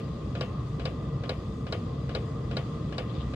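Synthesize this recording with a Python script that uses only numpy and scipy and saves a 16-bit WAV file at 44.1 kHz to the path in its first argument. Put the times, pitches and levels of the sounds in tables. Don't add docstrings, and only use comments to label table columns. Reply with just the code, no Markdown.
import sys
import numpy as np
from scipy import signal
from scipy.fft import rfft, irfft, next_fast_len
from scipy.io import wavfile
from scipy.ndimage import uniform_filter1d

SR = 44100
rng = np.random.default_rng(int(sys.argv[2]) if len(sys.argv) > 2 else 0)


def transcribe(signal):
    frames = np.atleast_2d(signal).T
    limited = np.clip(frames, -1, 1)
    pcm = np.round(limited * 32767).astype(np.int16)
    wavfile.write(sys.argv[1], SR, pcm)


def nominal_scale(level):
    x = np.asarray(level, float) / 20
    return 10 ** x


N = 147735


def curve(table, hz):
    p = np.array(table, float)
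    return np.interp(np.log(hz + 1), np.log(p[:, 0]), p[:, 1])


def shape(x, gain):
    n = next_fast_len(x.shape[-1], True)
    hz = np.arange(n // 2 + 1) * SR / n
    return irfft(rfft(x, n) * gain(hz), n)[..., :x.shape[-1]]


# frequency_hz, coherence (0-1)
LIKENESS = [(220, 1), (330, 0.84), (700, 0.73), (1300, 0.52), (2500, 0.37), (5000, 0.4), (7000, 0),
            (11000, 0.1)]


def ports(size):
    left, other = rng.standard_normal((2, size))

    def like(hz):
        return np.clip(curve(LIKENESS, hz), 0, 1)

    right = shape(left, like) + shape(other, lambda hz: np.sqrt(1 - like(hz) ** 2))
    return np.array([left, right])


def walk(rate_hz):
    k = int(SR / rate_hz)
    steps = np.repeat(rng.standard_normal(N // k + 1), k)
    wander = uniform_filter1d(uniform_filter1d(steps, k), k)[:N]
    return wander / wander.std()


# frequency_hz, level_db (per Hz)
AIR = [(28, -99.5), (55, -56.5), (150, -56), (330, -67.5), (900, -83.5), (1600, -90.5), (5000, -95),
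       (5800, -102)]
# frequency_hz, level_db (per Hz)
HISS = [(4000, -110), (6000, -104), (9100, -108), (9400, -134), (10100, -130), (11800, -115), (12700, -121),
        (14800, -123)]
# frequency_hz, width_hz, level_db (per Hz)
DUCTS = [(62, 12, -54.5), (310, 46, -67), (131.6, 42, -50), (210, 47, -62), (454.3, 44, -63.5),
         (489, 253, -70), (1058.5, 70, -70.5), (1195.4, 116, -70), (1915, 130, -88.5), (2640, 790, -90),
         (3365, 620, -86.5)]
# frequency_hz, width_hz, level_db (per Hz)
WHINE = [(1983, 28, -79), (3640, 11, -77.5), (3966, 74, -85), (4450, 60, -82.5), (4930, 57, -84),
         (5430, 30, -101), (5960, 15, -97), (6620, 24, -89), (7100, 30, -94.5), (8030, 30, -96.5)]


def blower_spectrum(hz):
    steep_fall_db = 27.4 * (hz > 6000) * np.log2(hz / 6000 + 1e-9)
    power = nominal_scale(curve(AIR, hz) - steep_fall_db) ** 2
    power = power + nominal_scale(curve(HISS, hz)) ** 2 * (hz > 3000)
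    for peak_hz, width_hz, level_db in DUCTS + WHINE:
        power = power + nominal_scale(level_db) ** 2 / (1 + (2 * (hz - peak_hz) / width_hz) ** 2) ** 2
    return np.sqrt(power)


def blower():
    level_db, swell_db, flicker_db = 42, 0.28, -1
    air = shape(ports(N + SR), blower_spectrum)[:, SR // 2:SR // 2 + N]
    edge = N // 8
    air = np.pad(air, ((0, 0), (edge, edge)), mode="reflect")
    swell, out = walk(0.93), 0
    for octave in range(10):
        def share(hz):
            octaves_up = np.clip(np.log2((hz + 1) / 32), 0, 9)
            return np.clip(1 - abs(octaves_up - octave), 0, 1)

        band = shape(air, share)[:, edge:edge + N]
        out = out + band * nominal_scale(swell_db * swell + flicker_db * walk(9.41))
    return out * nominal_scale(level_db)


T = np.arange(8192) / SR
TOUCH_EARLY_S = 0.0033


def fall(t60_s):
    return np.exp(-np.log(1000) * T / t60_s)


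def push(contact_s):
    return np.sin(np.pi / 2 * np.clip(T / contact_s, 0, 1)) ** 2


def build_up():
    return 1 - np.exp(-T / 0.0063)


def first_touch(level_db):
    return nominal_scale(level_db) * build_up() * fall(.03) * np.sin(2 * np.pi * 4450 * T)


# frequency_hz, level_db
SNAP = [(900, -20), (1500, -9), (3300, -12), (4400, 2), (5300, -6.5), (5700, -11.5), (9200, -19.5),
        (9800, -37)]


def metal_snap(contact_s):
    return shape(ports(len(T)) * fall(0.023) * push(contact_s), lambda hz: nominal_scale(curve(SNAP, hz)))


# frequency_hz, knock_db, tick_db, t60_s
CASE = [(506.4, 0, -0.5, 0.034), (548, -7, 3, 0.039), (682.6, -4, 1.5, 0.042), (821, -16, -24.5, 0.076),
        (1146, -10, -8.5, 0.054), (1426, -13, -6.5, 0.053), (1652, -10, -7, 0.044), (1927, -32, -23, 0.064),
        (2176, -18, -16, 0.075), (2306, -19, -17, 0.12), (2570, -21, -14.5, 0.069),
        (2725, -25, -18.5, 0.28), (3002, -20.5, -13, 0.16), (3330, -25, -17.5, 0.12)]
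# frequency_hz, knock_db, tick_db, t60_s
BODY = [(3600, -20, -26.5, 0.065), (3460, -14, -29, 0.017), (3617, -10, -7, 0.027), (3885, -6, -11, 0.051),
        (4250, -3, -9, 0.026), (4520, -13, -27, 0.038), (4670, -11, -17, 0.045), (4860, -10, -20, 0.03),
        (5080, -12, -17, 0.016), (5270, -11, -13, 0.036), (3710, -12, -17.5, 0.018), (3970, -12, -4, 0.041),
        (4420, -11, -7.5, 0.021)]
# frequency_hz, knock_db, tick_db, t60_s
LID = [(1295, -28, -13, 0.033), (1715, -27, -12, 0.1), (2050, -26.5, -17, 0.059),
       (2357, -28.5, -24.5, 0.18), (2493, -23, -14, 0.17), (2676, -22, -13.5, 0.1), (2910, -20, -11.5, .15),
       (2930, -21.5, -22.5, .12), (3107, -19.5, -20, 0.15), (3290, -26, -36, 0.069), (3510, -20, -21, .1)]


def ringing_modes(column, contact_s):
    in_step_hz = 1500
    modes = np.array(CASE + BODY + LID)
    hz, level_db, t60_s = (modes[:, k, None, None] for k in (0, column, 3))
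    start = 2 * np.pi * rng.random((len(hz), 2, 1))
    start[:, 0] *= np.clip(hz[:, 0] / in_step_hz, 0, 1) ** 2
    start[:, 1] = start[:, 0] + start[:, 1] * (1 - curve(LIKENESS, hz[:, 0])) ** 2
    rings = nominal_scale(level_db) * fall(t60_s) * np.sin(2 * np.pi * hz * T + start)
    return push(contact_s) * rings.sum(axis=0)


# frequency_hz, level_db
RATTLE = [(300, -12), (480, 8), (900, -9), (3300, -8.5), (5300, -20.5), (5800, -29.5), (9200, -37),
          (9800, -62)]


def case_rattle():
    noise = shape(ports(len(T)), lambda hz: nominal_scale(curve(RATTLE, hz)))
    decay = fall(0.0071) + nominal_scale(-7.5) * fall(0.21)
    grain = nominal_scale(1.5 * walk(400)[:len(T)])
    return noise / noise[0].std() * decay * build_up() * grain


def fizz():
    centre_hz, width_hz = 11100, 2000
    noise = ports(len(T)) * fall(0.46) * build_up()
    return shape(noise, lambda hz: 1 / (1 + (2 * (hz - centre_hz) / width_hz) ** 4))


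def wall_echo(ring):
    delay_s, dull_hz = .0235, 800
    return shape(ring, lambda hz: np.exp(-2j * np.pi * hz * delay_s) / (1 + (hz / dull_hz) ** 2))


def bass_late(x):
    late_s, below_hz = .0016, 900
    return shape(x, lambda hz: np.exp(-2j * np.pi * hz * late_s / (1 + (hz / below_hz) ** 4)))


def blow(column, contact_s, rattle_db, snap_db, touch_db):
    ring = ringing_modes(column, contact_s)
    main = ring + nominal_scale(-1.5) * wall_echo(ring)
    main = main + nominal_scale(rattle_db) * case_rattle()
    main = main + nominal_scale(snap_db) * metal_snap(contact_s)
    main = bass_late(main + nominal_scale(-41.5) * fizz())
    return np.roll(main, int(TOUCH_EARLY_S * SR), axis=1) + first_touch(touch_db)


def tick():
    return nominal_scale(3.5) * blow(column=2, contact_s=0.0025, rattle_db=3.5, snap_db=2.5, touch_db=-22)


def knock():
    return nominal_scale(7.5) * blow(column=1, contact_s=0.0036, rattle_db=-4.5, snap_db=2, touch_db=-13)


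# start_s, level_db
TICKS = [
    (-.096, -41),
    (.3515, -38.5),
    (.7958, -39),
    (1.2352, -39),
    (1.6663, -40),
    (2.0915, -39.5),
    (2.5107, -39),
    (2.9235, -39),
    (3.3358, -40.5),
]
# start_s, level_db
KNOCKS = [
    (-.0395, -31),
    (.4082, -29),
    (.8528, -29.5),
    (1.2921, -29.5),
    (1.7234, -29.5),
    (2.1485, -30),
    (2.5671, -29.5),
    (2.9802, -29.5),
]
# frequency_hz, level_db
PUMP_RIGHT = [(700, 2.5), (2000, -1.5), (3000, 1), (4300, 2.5), (4700, 5.5), (5100, 4.5), (5500, 2.5),
              (8000, 3)]


def pump():
    scatter = .27
    pad = SR // 2
    out = np.zeros((2, N + 2 * SR))
    for table, make, spread in ((TICKS, tick, 2 * scatter), (KNOCKS, knock, scatter)):
        usual = make()
        odd = (make() - make()) / np.sqrt(2)
        other = (make() - make()) / np.sqrt(2)
        shares = spread * rng.standard_normal((len(table), 2))
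        for (start_s, level_db), (a, b) in zip(table, shares):
            i = pad + int((start_s - TOUCH_EARLY_S) * SR)
            stroke = (usual + a * odd + b * other) / np.sqrt(1 + a * a + b * b)
            out[:, i:i + usual.shape[1]] += nominal_scale(level_db) * stroke
    right = shape(out[1], lambda hz: nominal_scale(curve(PUMP_RIGHT, hz)))
    return np.array([out[0], right])[:, pad:pad + N]


# start_s, length_s, level_db
BRUSH = [
    (3.087, 0.027, -46.5),
    (3.138, 0.051, -47.5),
    (3.173, 0.033, -47),
    (3.191, 0.039, -44.5),
]
# centre_s, level_db
CATCHES = [(3.098, -44), (3.104, -53), (3.115, -44.5), (3.153, -44), (3.166, -52), (3.176, -48),
           (3.185, -42), (3.204, -47), (3.211, -48), (3.217, -42), (3.228, -44)]


def hand():
    catch_s, centre_hz, width_hz = 0.00063, 3450, 2200
    t = np.arange(N) / SR
    strokes = sum(nominal_scale(level_db) * np.sin(np.pi * np.clip((t - start_s) / length_s, 0, 1))
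                  for start_s, length_s, level_db in BRUSH)
    catches = sum(nominal_scale(level_db) * np.exp(-((t - centre_s) / catch_s) ** 2)
                  for centre_s, level_db in CATCHES)
    press = nominal_scale(-3.5) * strokes + catches
    grain = ports(N) * nominal_scale(2.5 * walk(250))
    return shape(grain / grain.std() * press,
                 lambda hz: 4 / (1 + (2 * (hz - centre_hz) / width_hz) ** 2) ** 2)


def scene():
    return blower() + pump() + hand()


def roll_off(x):
    return signal.sosfilt(signal.butter(12, 15250, fs=SR, output="sos"), x)


# frequency_hz, level_db
SHADOW = [(200, -0.64), (300, 3), (470, -3.5), (800, -0.5), (1900, 0.5), (2800, -12.5), (4800, -14.5),
          (6300, 0)]


def record(dry):
    early_s, lag_fades_hz, top_hz, edge = .000045, 5000, 15250, 2048

    def right_port(hz):
        lead = np.exp(2j * np.pi * hz * early_s / (1 + (hz / lag_fades_hz) ** 4))
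        return nominal_scale(curve(SHADOW, hz)) * lead

    dry = np.pad(dry, ((0, 0), (edge, edge)), mode="reflect")
    both = np.array([dry[0], shape(dry[1], right_port)])
    cut = shape(both, lambda hz: 1 / (1 + (hz / top_hz) ** 60))[:, edge:-edge]
    fade_out = np.sin(np.pi / 2 * np.clip(np.arange(N)[::-1] / (.004 * SR), 0, 1)) ** 2
    return roll_off(cut * fade_out)


dry = scene()
out = record(dry)
transcribe(out)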